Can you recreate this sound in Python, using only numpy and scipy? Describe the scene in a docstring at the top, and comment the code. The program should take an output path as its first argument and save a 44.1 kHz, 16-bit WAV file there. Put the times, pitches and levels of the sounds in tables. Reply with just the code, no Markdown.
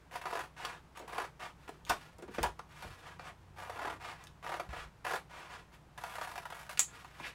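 """Scissors cut a thin plastic-backed transfer sheet on a craft table in a small, quiet room, heard from above.
Each cut is a run of filtered clicks, tiny fractures, with louder slips as snaps and crumbling noise.
Between cuts the blades open and slide on, and the sheet brushes the mat: finer, smoother friction.
The loose sheet flaps as cracks and resonant noise; just after the last cut the steel clacks shut and rings.
Close echoes and a diffuse tail place it all in the room, over air noise, mains hum, a fan and a far drone."""
import sys
import numpy as np
from scipy import signal
from scipy.fft import rfft, irfft
from scipy.io import wavfile

SR = 44100
rng = np.random.default_rng(int(sys.argv[2]) if len(sys.argv) > 2 else 0)


def unload_wav(signal):
    """Save mono or channel-first audio to the path in sys.argv[1] as 16-bit WAV at rate SR, clipped to [-1, 1]."""
    wavfile.write(
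        sys.argv[1],
        SR,
        np.round(np.clip(np.atleast_2d(signal).T, -1, 1) * 32767).astype(np.int16),
    )


N = 323694
TIME = np.arange(N) / SR
BRIEF = TIME[:SR // 3]  # time axis of single short sounds

# the loudest catches, where the blades stick and jump ahead: [t/s, relative level/dB, tilt/(dB per octave)]
SLIPS = [(0.155, -34, 0), (0.214, -38.5, 1), (0.255, -30.5, 0), (0.268, -31, -1.5), (0.327, -31.5, -3),
         (0.352, -30, -0.5), (0.371, -31, -1.5), (0.391, -30.5, 0.5), (0.648, -30.5, 0), (0.972, -40, 3),
         (1.078, -43.5, 2.5), (1.146, -39, 1.5), (1.199, -30, -0.5), (1.181, -26, -1), (1.678, -41.5, 0),
         (2.823, -37, 1.5), (3.696, -32, -0.9), (3.79, -33.5, -1.5), (3.849, -31.5, -4.5),
         (3.871, -31.5, -2.5), (4.54, -30.5, -1.5), (4.597, -27.5, -0.9), (4.73, -34.5, -2.5),
         (5.049, -29.5, -0.5), (5.065, -28.5, -2), (5.107, -30, -1.5), (5.135, -26, -1.8),
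         (5.977, -38, 1.5), (6.037, -31, 1), (6.153, -39.5, 2), (6.183, -34, -2), (6.213, -29.5, -0.5),
         (6.272, -37, -0.5), (6.356, -35.5, 1.5), (6.378, -33, 1), (6.454, -34, 0.5), (6.502, -39.5, 2),
         (6.523, -35.5, 0), (6.693, -35, 2.5)]
STICK_S = .011  # how long the blades stick before a slip


def cutting(level_db=-4.5, slip_db=18.5, slip_fade=0.0063, slip_rise=0.00092, snap_share=0.23, count=200):
    """The sheet fractures bit by bit; a slip is one snap and a few milliseconds of crumbling."""
    # pushes of the blades; a sheet held taut sounds thinner:
    # [t/s, swelling/s, easing/s, relative level/dB, tilt/(dB per octave), lowest flexing f/Hz]
    cuts = [(0.112, 0.048, 0.048, -41, 1.2, 285), (0.214, 0.18, 0.088, -39.5, 0.6, 290),
            (1.075, 0.15, 0.066, -38.5, -0.3, 298), (3.56, 0.032, 0.32, -45, 0.5, 425),
            (3.725, .14, .12, -37.5, -0.9, 200), (4.427, 0.056, .2, -38.5, -0.3, 338),
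            (5.045, 0.092, 0.064, -34, 1.2, 380), (5.975, 0.22, 0.39, -43, 2, 515),
            (6.5, 0.098, .11, -46.5, 2.5, 525.6), (6.692, 0.017, 0.064, -44.5, 3.5, 520)]
    # spectrum of the fracturing sheet: [f/Hz, relative level/(dB per Hz)]
    cut_tone = [(100, -28), (220, -23), (320, -7), (480, -5), (620, 1), (850, 4.5), (1250, 2.5), (1850, -3),
                (2800, -8.5), (4000, -15), (8300, -23), (10800, -22), (13000, -28.5), (16000, -31)]
    # shape of a push: [start below peak/dB, end below peak/dB, roundness of the peak]
    cut_shape = (9, 22, 1.7)

    out = np.zeros(N)
    slips = list(SLIPS)
    for s, swell, ease, db, tilt_db, low_hz in cuts:
        effort_db = stroke(swell, ease, db, cut_shape)
        clicks = friction(effort_db, per_s=2200, spread_db=0.0, judder_db=2.0, judder_hz=151.3)
        add(out, s, amp(level_db) * colour(clicks, cut_tone, tilt_db, low_hz))
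        slips += [(*catch, tilt_db) for catch in catches(s, effort_db)]
    out *= sticking(slips)

    t = BRIEF[:SR // 20]
    crumble = (1 - np.exp(-t / slip_rise)) * np.exp(-t / slip_fade)
    noises = rng.standard_normal((count, len(t)))  # more rows than there are slips
    for (s, db, tilt_db), noise in zip(slips, noises):
        slip = unit(noise * crumble)
        slip[0] += snap_share
        # a slip shares the tautness of the cut whose peak is nearest
        nearest = min(cuts, key=lambda cut: abs(cut[0] + cut[1] - s))
        low_hz = nearest[-1]
        add(out, s, amp(db + slip_db) * unit(colour(slip, cut_tone, tilt_db, low_hz)))
    return out


def catches(start, level_db, count=24):
    """Small stick-slip jumps, as (s, relative dB), follow one cut's level and give way to the big ones."""
    gap_s, uneven = .026, .45  # mean gap, and its largest deviation as a share of it
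    mean_over_db, spread_db = 2, 1.2  # height over the cut's level

    gaps = gap_s * (1 + uneven * rng.uniform(-1, 1, count))
    over_db = mean_over_db + spread_db * rng.standard_normal(count)
    rows = []
    for t, db in zip(np.cumsum(gaps), over_db):
        inside = t * SR < len(level_db)
        big_slip_soon = any(0 < s - start - t < 2 * STICK_S for s, *_ in SLIPS)
        if inside and not big_slip_soon:
            rows.append((start + t, level_db[int(t * SR)] + db))
    return rows


def sticking(slips, stick_db=5):
    """Gain of the crunch: it sinks while the blades are stuck and returns with the slip."""
    stuck = np.zeros(N)
    sink = np.linspace(0, 1, int(STICK_S * SR)) ** .5
    for s, *_ in slips:
        add(stuck, s - STICK_S, sink)
    return amp(-stick_db * np.minimum(stuck, 1))


def stroke(swell, ease, peak_db, shape):
    """Level in dB of one hand movement: it sets in, presses up to a rounded peak and eases off."""
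    start_db, end_db, roundness = shape
    t = np.arange(0, swell + ease, 1 / SR) - swell  # zero at the peak
    rising = start_db * abs(t / swell) ** roundness
    easing = end_db * abs(t / ease) ** roundness
    return peak_db - np.where(t < 0, rising, easing)


def friction(level_db, per_s, spread_db, judder_db, judder_hz):
    """Tiny clicks at random moments, of random sign, gain or lose strength as the hand judders in a stroke."""
    t = TIME[:len(level_db)]
    chance, size, sign = rng.random((3, SR))[:, :len(t)]
    height = amp(-spread_db * np.log(size + 0.023))  # all alike at spread 0
    clicks = (chance < per_s / SR) * height * np.sign(sign - .5)
    # judder_hz random values a second, joined by straight lines
    judder = np.interp(t * judder_hz, np.arange(SR), rng.standard_normal(SR))
    return evened(clicks * amp(judder_db * judder)) * amp(level_db)


def sliding(slide_db=-3, brush_db=-0.5):
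    """Steel on the cut edge and sheet on mat and hand: denser clicks give finer, smoother friction."""
    # the blades open and slide along the cut edge: [t/s, swelling/s, easing/s, relative level/dB]
    slides = [(0.565, 0.1, 0.15, -42.5), (0.95, 0.018, 0.11, -50.5), (1.395, 0.035, 0.098, -41.5),
              (3.02, 0.065, 0.11, -49), (3.19, 0.097, 0.045, -47.5), (4.0, 0.091, 0.084, -42),
              (4.15, 0.066, 0.1, -54), (4.69, 0.11, 0.089, -44), (5.295, 0.077, 0.25, -47.5),
              (5.49, 0.04, .125, -46)]
    # the sheet brushes over the mat and the hand: [t/s, swelling/s, easing/s, relative level/dB]
    brushes = [(1.58, 0.057, .18, -63), (1.865, 0.027, 0.085, -45), (1.959, 0.052, 0.13, -56.5),
               (2.304, 0.03, 0.21, -52), (2.69, 0.2, .14, -52.5), (5.719, 0.025, 0.032, -58.5),
               (6.88, 0.085, 0.16, -53.5), (7.12, 0.14, 0.081, -51)]
    # spectra of steel on the edge and of sheet on the mat: [f/Hz, relative level/(dB per Hz)]
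    slide_tone = [(100, -25), (350, -10.5), (700, 0.5), (1150, 2.5), (1900, -3), (2800, -6.5),
                  (3800, -12.5), (6000, -19), (8500, -22), (11000, -26.5), (13000, -32.5), (16000, -33)]
    brush_tone = [(200, -10), (500, -5.5), (1100, 3), (2300, -2), (3300, -6), (5500, -13), (11000, -19),
                  (16000, -27)]
    # shapes of both strokes: [start below peak/dB, end below peak/dB, roundness of the peak]
    slide_shape = (8.5, 24, 1.6)
    brush_shape = (11, 15, 1.5)

    out = np.zeros(N)
    for s, swell, ease, db in slides:
        effort_db = stroke(swell, ease, db, slide_shape)
        clicks = friction(effort_db, per_s=6000, spread_db=-0.5, judder_db=2, judder_hz=103.0)
        add(out, s, amp(slide_db) * colour(clicks, slide_tone))
    for s, swell, ease, db in brushes:
        effort_db = stroke(swell, ease, db, brush_shape)
        clicks = friction(effort_db, per_s=6000, spread_db=2.5, judder_db=3.5, judder_hz=68.43)
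        add(out, s, amp(brush_db) * colour(clicks, brush_tone))
    return out


def flapping(level_db=25, bump_db=31, soft_hz=2000, crack_fade=0.0038, slack_hz=230):
    """A crease cracks as the sheet shudders; hand and sheet push dully on the table."""
    # the loose sheet buckles: [t/s, relative level/dB, f/Hz, fading/s, crack against body/dB]
    flaps = [(0.994, -43.5, 450, 0.024, -11.5), (1.691, -43, 620, 0.0035, -12),
             (1.897, -23.5, 990, 0.011, -9), (2.184, -50, 500, 0.013, -10), (2.223, -42.5, 390, 0.01, -17),
             (2.279, -44.5, 370, 0.01, -25), (2.382, -31.5, 347, 0.005, -42),
             (2.381, -40.5, 1270, 0.0082, -39), (2.43, -25, 915, 0.014, -8.5),
             (2.592, -42, 1070, 0.0025, -17), (2.838, -45.5, 590, 0.012, -20),
             (3.195, -44.5, 770, 0.0022, -23), (7.045, -48, 1070, 0.0043, -13),
             (7.199, -44.5, 1003, 0.0023, -29), (7.229, -38.5, 2330, 0.029, -37)]
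    # soft pushes of hand and sheet on the table: [t/s, relative level/dB, f/Hz, fading/s]
    bumps = [(1.901, -56, 83, 0.01), (1.901, -44.5, 360, 0.0087), (2.395, -40.5, 66.4, 0.027),
             (2.843, -47, 71, 0.022), (4.686, -45.5, 60, 0.0083), (4.761, -49, 55.8, 0.035),
             (7.203, -58, 323, 0.0048)]
    # spectrum of a cracking crease: [f/Hz, relative level/(dB per Hz)]
    crack_tone = [(300, 3.5), (1500, -7.5), (3300, -2.5), (6500, -5), (10500, -8), (13000, -15),
                  (16000, -13)]

    out = np.zeros(N)
    soften = signal.butter(1, soft_hz, fs=SR)
    for s, db, hz, fade, crack_db in flaps:
        snap = unit(rng.standard_normal(len(BRIEF)) * np.exp(-BRIEF / crack_fade))
        crack = colour(snap, crack_tone)
        # at slack_hz the resonance is as wide as its frequency; higher flaps ring more sharply
        shudder = burst(hz, fade, q=np.sqrt(hz / slack_hz))
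        body = unit(signal.lfilter(*soften, shudder))
        add(out, s, amp(db + level_db) * (body + amp(crack_db) * crack))
    for s, db, hz, fade in bumps:
        dull = signal.butter(2, [hz / 2, 2 * hz], "band", fs=SR, output="sos")
        push = signal.sosfilt(dull, burst(hz, fade, q=1.4))
        add(out, s, amp(db + bump_db) * unit(push))
    return out


def clacking(tick_db=19, level_db=10.5, ring_db=-9, rattle_db=-2, rattle_fade=.011):
    """Light touches only tick; the full closing strikes, chatters for an instant and rings."""
    # the blades touch lightly: [t/s, relative level/dB, f/Hz, fading/s]
    ticks = [(0.65, -34.5, 3250, 0.0027), (1.851, -47.5, 3680, 0.00027), (1.894, -35.5, 4400, 0.0025),
             (4.239, -51, 7040, 0.00087), (4.27, -48, 2670, 0.0016), (6.773, -33.5, 2270, 0.0043)]
    # the blades clack shut: [t/s, relative level/dB]
    clack = (6.794, -9.5)
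    # spectrum of the steel blow: [f/Hz, relative level/(dB per Hz)]
    steel_tone = [(200, -37), (1000, -16.5), (2500, -14.5), (4800, -17.5), (6100, -13.5), (6800, -4.5),
                  (7400, -1), (8300, -13), (11000, -18), (13000, -25), (16000, -23)]
    # ringing modes of the blades: [f/Hz, relative level/dB, t60/s]
    blade = [(6800, -4, 0.098), (6900, -14, 0.17), (7400, 4, .13), (7740, 23, 0.051), (7400, -22, .16)]

    out = np.zeros(N)
    for s, db, hz, fade in ticks:
        add(out, s, amp(db + tick_db) * burst(hz, fade, q=2))
    chatter = unit(rng.standard_normal(len(BRIEF)) * np.exp(-BRIEF / rattle_fade))
    strike = signal.unit_impulse(len(BRIEF))
    blow = colour(strike + amp(rattle_db) * chatter, steel_tone)
    ring = np.zeros(len(BRIEF))
    for hz, db, t60 in blade:
        decay = amp(db - 60 * BRIEF / t60)
        ring += decay * np.sin(2 * np.pi * (hz * BRIEF + rng.random()))
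    s, db = clack
    add(out, s, amp(db + level_db) * (blow + amp(ring_db) * unit(ring)))
    return out


def burst(hz, fade, q):
    """A quickly swelling, dying shudder of noise in one broad resonance, with energy 1."""
    envelope = np.sqrt(BRIEF / fade) * np.exp(-BRIEF / fade)
    shake = rng.standard_normal(len(BRIEF)) * envelope
    return unit(signal.lfilter(*signal.iirpeak(hz, q, fs=SR), shake))


def room(x, tail_db=-5, echo_hz=4000, drift_hz=2.3, table_hz=335, table_db=-7):
    """Direct sound, the table's hollow note, dull close echoes, and a tail turning steadily between two patterns."""
    # nearby walls and table: [delay/ms, gain before dulling]
    echoes = [(1.09, .12), (4.13, .36), (4.35, -.12), (7.37, -.13), (8.35, .15)]

    x = x + amp(table_db) * signal.lfilter(*signal.iirpeak(table_hz, 3.5, fs=SR), x)
    taps = np.zeros(len(BRIEF))
    for ms, gain in echoes:
        taps[round(ms * SR / 1000)] = gain
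    dulled = signal.lfilter(*signal.butter(1, echo_hz, fs=SR), taps)
    early = signal.fftconvolve(x, dulled)[:N]
    # two random tails cross-fade at constant power, so that no single one colours the room
    turn = 2 * np.pi * drift_hz * TIME
    late = np.zeros(N)
    for share in (np.cos(turn), np.sin(turn)):
        late += signal.fftconvolve(x * share, tail())[:N]
    return x + early + amp(tail_db) * late


def tail(onset=.003, per_s=4000):
    """One diffuse room tail: sparse reflections of random sign, each band dying at its own speed."""
    # the room's decay: [f/Hz, t60/s]
    room_decay = [(200, 0.25), (600, 0.16), (1500, 0.14), (4000, 0.17), (10000, 0.18), (16000, 0.12)]

    present = (rng.random(len(BRIEF)) < per_s / SR) * (BRIEF > onset)
    taps = rng.choice([-1., 1.], len(BRIEF)) * present
    hz, t, bands = signal.stft(taps, SR, nperseg=256)
    decay = amp(-60 * t / read(room_decay, hz)[:, None])
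    return unit(signal.istft(bands * decay, SR, nperseg=256)[1])


def background(air_db=-61, hum_db=-66, fan_db=-69, fan_hz=153, drone_db=-61, drone_hz=91,
               drone_s=3.63, drone_length=0.66):
    """Steady room air, 60 Hz mains hum, a fan as narrow noise, and a far low drone that swells once."""
    # quiet room air: [f/Hz, relative level/(dB per Hz)]
    air_tone = [(25, -12.5), (60, -8), (160, -2.5), (220, -15.5), (340, -13.5), (560, -18.5), (900, -15),
                (1800, -23), (4000, -32.5), (8000, -38), (16000, -47)]

    spectrum = rfft(rng.standard_normal(N))
    air = irfft(spectrum * amp(read(air_tone, np.fft.rfftfreq(N, 1 / SR))), N)
    hum = np.sin(2 * np.pi * 60 * TIME)
    fan = signal.lfilter(*signal.iirpeak(fan_hz, 7, fs=SR), rng.standard_normal(N))
    swell = np.exp(-((TIME - drone_s) / drone_length) ** 2)
    drone = evened(np.sin(2 * np.pi * drone_hz * TIME)) * swell
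    steady = amp(air_db) * evened(air) + amp(hum_db) * evened(hum) + amp(fan_db) * evened(fan)
    return steady + amp(drone_db) * drone


def amp(db):
    """Decibels to gain."""
    return 10 ** (np.asarray(db) / 20)


def evened(x):
    """Scales to rms 1."""
    return x / np.sqrt(np.mean(x ** 2) + 1e-20)


def unit(x):
    """Scales to energy 1."""
    return x / np.sqrt(np.sum(x ** 2) + 1e-20)


def read(points, hz):
    """Joins (Hz, value) points on a log-frequency axis."""
    f, value = np.transpose(points)
    return np.interp(np.log(hz + 1), np.log(f + 1), value)


def add(mix, s, sound):
    """Mixes a sound in at time s."""
    part = mix[max(round(s * SR), 0):][:len(sound)]
    part += sound[:len(part)]


def colour(x, tone, tilt_db=0, low_hz=20, flex_q=1.19, size=4096):
    """Causal filter of energy 1: a spectrum tilted per octave, falling away under a mild bass resonance."""
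    hz = abs(np.fft.fftfreq(size, 1 / SR)) + 1
    below = low_hz / hz
    bass_loss = np.hypot(1 - below ** 2, below / flex_q)
    gain = amp(read(tone, hz) + tilt_db * np.log2(hz)) / bass_loss
    # minimum phase, from the log gain
    minimum_phase = np.exp(np.conj(signal.hilbert(np.log(gain))))
    response = np.fft.ifft(minimum_phase).real
    return signal.fftconvolve(x, unit(response[:size // 2]))[:len(x)]


def scene():
    """Scissors and sheet in the room, heard from above the table."""
    sources = cutting() + sliding() + flapping() + clacking()
    return (room(sources) + background())[None]


def record(dry, edge_hz=15850):
    """The recorder's band limit: a steep low-pass."""
    low_pass = signal.firwin(511, edge_hz, window=("kaiser", 9), fs=SR)
    return signal.oaconvolve(dry, low_pass[None], "same")


dry = scene()
out = record(dry)
unload_wav(out)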